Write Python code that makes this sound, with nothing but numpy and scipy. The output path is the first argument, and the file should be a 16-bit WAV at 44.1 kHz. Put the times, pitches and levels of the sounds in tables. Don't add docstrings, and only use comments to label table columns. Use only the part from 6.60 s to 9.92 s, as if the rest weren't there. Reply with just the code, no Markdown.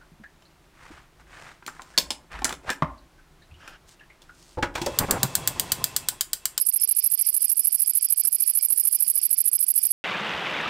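import sys
import numpy as np
from scipy import signal
from scipy.fft import rfft, irfft, next_fast_len
from scipy.io import wavfile
from scipy.ndimage import uniform_filter1d, map_coordinates

SR = 44100
rng = np.random.default_rng(int(sys.argv[2]) if len(sys.argv) > 2 else 0)


def dump(signal):
    limited = np.clip(np.atleast_2d(signal).T, -1, 1)
    pcm = np.round(limited * 32767).astype(np.int16)
    wavfile.write(sys.argv[1], SR, pcm)


def linear_from_db(decibels):
    return 10 ** (np.asarray(decibels, float) / 20)


N = 146412


def unit(x):
    return x / np.sqrt(np.mean(x ** 2) + 1e-20)


def wobble(rate):
    points = rng.standard_normal(int(N * rate / SR) + 4)
    return map_coordinates(points, [np.arange(N) * rate / SR])


def filtered(x, response):
    size = next_fast_len(N + 8192)
    hz = np.fft.rfftfreq(size, 1 / SR)
    return irfft(rfft(x, size) * response(hz), size)[:N]


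def rush(points):
    point_hz, point_db = np.transpose(points)

    def colour(hz):
        return linear_from_db(np.interp(np.log(hz + 1), np.log(point_hz), point_db, -120, -120))

    return unit(filtered(rng.standard_normal(N), colour))


def place(start_s, shapes, size):
    first = np.floor(start_s * SR).astype(int)
    index = first[:, None] + np.arange(size)
    wave = shapes(np.maximum(index / SR - start_s[:, None], 0))
    inside = (index >= 0) & (index < N)
    return np.bincount(index[inside], wave[inside], N)


def snap(t, hz, ring_s):
    u = t / ring_s
    swell = (u / 3) ** 3 * np.exp(3 - u)
    return swell * np.sin(2 * np.pi * hz * t * (1 - 0.044 * u / 10))


def scatter(x, t60_s):
    t = np.arange(SR // 12) / SR
    part = np.arange(N) * 40 // N
    tails = rng.standard_normal((40, len(t))) * linear_from_db(-60 * t / t60_s)
    out = np.zeros(N + SR)
    for k, tail in enumerate(tails):
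        at = np.flatnonzero(part == k)
        echo = signal.fftconvolve(x[at], tail / np.linalg.norm(tail))
        out[at[0]:][:len(echo)] += echo
    delay_s = .0006
    return np.roll(out, round(delay_s * SR))[:N]


def singer():
    anchor_s = wing_cycles()
    direct = closings(anchor_s) + openings(anchor_s)
    return direct + linear_from_db(-15) * scatter(direct, .032)


def wing_cycles():
    # time_s, lag_ms
    lag = [(0.09, -1), (0.16, -3.5), (0.69, -4), (0.84, 0.8), (0.92, -0.3), (1.07, 2.5), (1.22, 1),
           (1.37, 1.6), (1.45, 1.0), (1.52, 2), (1.6, 1.4), (1.82, -0.1), (1.97, 0), (2.05, -0.6),
           (2.35, -2), (2.8, 2.1), (2.88, -0.6), (3.25, -1.8)]
    cycle_s, first_s = .07538, .088
    steady = first_s + cycle_s * np.arange(-1, 45)
    return steady + np.interp(steady, *np.transpose(lag)) / 1000


def closings(anchor_s):
    # outer_end_ms (last strike of the first, of the second), teeth, first_gap_ms, last_gap_ms,
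    # slowing_power
    timing = [
        (-10.6, 12.5, 1.1, 2.1, 2.4),
        (15.2, 9.4, 1.05, 2.4, .9),
    ]
    # first_tooth_db, light_db, light_at_share, full_db, full_at_share, last_tooth_db
    force = [
        (-21, -14, .38, -4, .58, -5),
        (-7.5, -4, .2, -4, .4, -7.5),
    ]
    # first_pitch_hz, last_pitch_hz, first_ring_ms, last_ring_ms
    wing_ring = [
        (11040, 11240, 0.0555, .135),
        (11170, 11830, 0.089, 0.1463),
    ]
    out = np.zeros(N)
    for second in range(2):
        strike_ms, along, luck = tooth_strikes(len(anchor_s), second, timing[second])
        struck = along[1]
        u, luck = along[0][struck][:, None], luck[struck]

        db0, light_db, light, db, full, db1 = force[second]
        hz0, hz1, ring0, ring1 = wing_ring[second]
        force_db = np.interp(u, [0, light, full, 1], [db0, light_db, db, db1])
        gain = linear_from_db(force_db + 0.16 * luck[:, 1:2])
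        hz = (hz0 + (hz1 - hz0) * u) * (1 + 0.039 * luck[:, 2:3])
        ring_ms = (ring0 + (ring1 - ring0) * np.clip(u, 0, 1)) * np.exp(.15 * luck[:, 3:4])
        ring_s = ring_ms / 1000

        def strike(t):
            return gain * (snap(t, hz, ring_s) + side_ring(t, u, luck))

        start_s = (anchor_s[:, None] + strike_ms / 1000)[struck] - 3 * ring_s[:, 0]
        out += place(start_s, strike, size=200)
    return out


def tooth_strikes(cycles, second, timing):
    end, teeth, gap0, gap1, power = timing
    luck = rng.standard_normal((cycles, 20, 6))
    count = teeth + 0.66 * luck[:, :1, 4]
    k = np.arange(20)
    u = k / (count - 1) if second else 1 - k / (count - 1)
    gaps = (gap0 + (gap1 - gap0) * np.clip(u, 0, 1) ** power) * np.exp(0.12 * luck[..., 0])
    ms = np.cumsum(gaps, 1) - gaps
    shift_ms = 0.79 * luck[:, :1, 5]
    if second:
        last = np.clip(np.round(count[:, 0]) - 1, 1, 19).astype(int)
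        span = ms[np.arange(cycles), last][:, None]
        ms = ms * (end + 1.2 * shift_ms) / span
    else:
        ms = end + shift_ms - ms
    return ms, (u, k < np.round(count)), luck


def side_ring(t, u, luck):
    # pitch_hz, level_db, ring_ms
    modes = [(12800, -1, .11), (13150, -42, 0.065), (9430, -11.5, 0.12), (7580, -39, 0.33),
             (4744, -32.5, 0.18), (2750, -42, 0.29)]
    out = 0
    for hz, db, ring_ms in modes:
        gain = linear_from_db(db - 7 * u + 1.35 * luck[:, 4:5])
        out = out + gain * snap(t, hz * (1 + 0.068 * luck[:, 5:]), ring_ms / 1000)
    return out


def openings(anchor_s):
    # start_ms from the anchor, length_ms, pitch_hz, level_db, scatter_db
    strokes = [
        (-36.6, 6, 9000, -23, .8),
        (-30.4, 1.6, 9900, -26, 3),
        (-9, 4, 10400, -27, 2),
        (-6, 5, 9950, -23.5, 1.5),
    ]
    # time_s, level_db
    effort = [(0.05, -3), (0.2, -1), (0.43, -1), (0.88, 4.5), (0.96, -5), (1.41, -7), (1.49, -10),
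              (1.79, -5), (1.86, 6), (2.01, 1), (2.24, 5), (2.39, 0), (2.47, 1.0), (2.77, -8), (2.84, 2),
              (3.29, -2)]
    # pitch_hz, level_db per Hz
    scrape = [(7300, -12), (8500, -5), (9800, 3), (11000, -6.5), (12500, -15)]
    out = np.zeros(N)
    effort_db = np.interp(anchor_s + strokes[0][0] / 1000, *np.transpose(effort))[:, None]
    for start_ms, length_ms, hz, db, scatter_db in strokes:
        luck = rng.standard_normal((len(anchor_s), 4))
        gain = linear_from_db(db + effort_db + scatter_db * luck[:, :1])
        rub_gain = linear_from_db(-4.5 - 1.1 * effort_db + 3.5 * luck[:, 2:3])

        def stroke(t):
            done = np.clip(t * 1000 / length_ms, 0, 1)
            return gain * np.sin(np.pi * done ** .7) ** .7

        pitch = hz * (1 + .025 * (wobble(400) + .5 * wobble(14)))
        tone = np.sin(2 * np.pi * np.cumsum(pitch) / SR) * linear_from_db(2.6 * wobble(1100))
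        start_s = anchor_s + (start_ms + .5 * luck[:, 1]) / 1000
        rub = place(start_s, lambda t: stroke(t) * rub_gain, size=400)
        out += tone * place(start_s, stroke, size=400) + rub * rush(scrape)
    return out


def cricket():
    # start_s, length_s, level_db
    chirps = [(-.03, .09, -46), (.18, .08, -42), (.385, .09, -44), (.58, .12, -44), (.79, .115, -45),
              (.99, .08, -46), (1.17, .11, -44), (1.4, .11, -44), (1.59, .09, -45), (1.79, .11, -44),
              (1.98, .08, -44), (2.16, .11, -45), (2.36, .1, -45), (2.56, .09, -44), (2.76, .07, -46),
              (2.95, .1, -46), (3.17, .1, -46)]
    # pitch_hz, width_hz, level_db
    body = [
        (5116, 1100, 0.5),
        (2368, 420, -5.5),
        (3080, 940, -10.5),
    ]
    t = np.arange(N) / SR
    level = np.zeros(N)
    for start, length, db in chirps:
        rise = (t - start) / (.3 * length) + 0.54 * (t > start)
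        fall = (start + length - t) / (.2 * length) + .5
        level += linear_from_db(db + 1) * np.clip(np.minimum(rise, fall), 0, 1)

    pulse_hz = 200 * (1 + 0.0416 * wobble(60))
    pulses = np.sin(np.pi * np.cumsum(pulse_hz) / SR) ** 4 * linear_from_db(4.5 * wobble(120))
    tone_hz = body[0][0] * (1 + 0.055 * wobble(330))
    tone = np.sin(2 * np.pi * np.cumsum(tone_hz) / SR)

    def resonance(f):
        return sum(linear_from_db(db) * (1j * f * w / (c * c - f * f + 1j * f * w)) ** 3 for c, w, db in body)

    rough = unit(filtered(pulses * rng.standard_normal(N), resonance))
    voice = level * unit(rough + 1.3 * unit(pulses * tone))
    return voice + linear_from_db(-2.5) * scatter(voice, 0.063)


def far_bush_cricket():
    # pitch_hz, level_db per Hz
    colour = [(6500, -32), (7500, -16), (9700, 0), (11000, -1), (12500, -6), (14000, -9), (15500, -11)]
    cycle_s, rest_s = .0714, 1.625
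    turn = np.pi * (np.arange(N) / SR - rest_s) / cycle_s
    stroke_db = -11 * np.cos(turn) ** 6 - 17 * np.cos(turn + 3.3) ** 20
    swell_db = 3.5 * wobble(25.28) + 1.24 * wobble(500)
    return linear_from_db(-36 + stroke_db + swell_db) * rush(colour)


def stem_ticks():
    # start_s, level_db, pitch_hz
    ticks = [
        (.143, -43, 935),
        (1.646, -38, 170),
        (1.646, -37.5, 1500),
        (2.108, -38.5, 970),
    ]
    start_s, db, hz = np.transpose(ticks)
    return place(start_s, lambda t: linear_from_db(db)[:, None] * snap(t, hz[:, None], 0.00061), size=900)


def far_chorus():
    # pitch_hz, level_db per Hz
    colour = [(1900, -15.5), (2400, -8), (3200, -10), (3750, -15), (4800, 3.5), (5500, -1), (6200, -11),
              (7000, -67)]
    return linear_from_db(-47.5 + 3.5 * wobble(250) + 1.8 * wobble(12)) * rush(colour)


def hiss():
    # pitch_hz, level_db per Hz
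    colour = [(15, -35), (25, -4.5), (461, -2), (654, -9), (1730, -9.5), (2000, -13), (2600, -13),
              (4400, -120)]
    return linear_from_db(-64 + 0.5 * wobble(6)) * rush(colour)


def scene():
    mono = singer() + cricket() + far_bush_cricket() + stem_ticks() + far_chorus() + hiss()
    return np.array([mono, mono])


def low_pass(x):
    return signal.sosfilt(signal.butter(12, 15910, fs=SR, output="sos"), x)


def record(dry):
    ceiling, bass_hz, top_hz = .85, 90, 15700
    x = dry[1] / (1 + np.abs(dry[1] / ceiling) ** 4) ** (1 / 4)
    thud = filtered(x * x, lambda hz: 1 / (1 + 1j * hz / 2840) ** 2)
    low_noise = filtered(rng.standard_normal(N), lambda hz: 1 / (1 + (hz / 2700) ** 4))
    fizz = linear_from_db(-25.5) * uniform_filter1d(np.abs(x), size=40) * low_noise

    def band(hz):
        return 1j * hz / (bass_hz + 1j * hz) / np.sqrt(1 + (hz / top_hz) ** 20)

    right = filtered(x - 0.012 * thud + fizz, band)
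    return low_pass(np.array([0 * right, right]))


dry = scene()
out = record(dry)
dump(out)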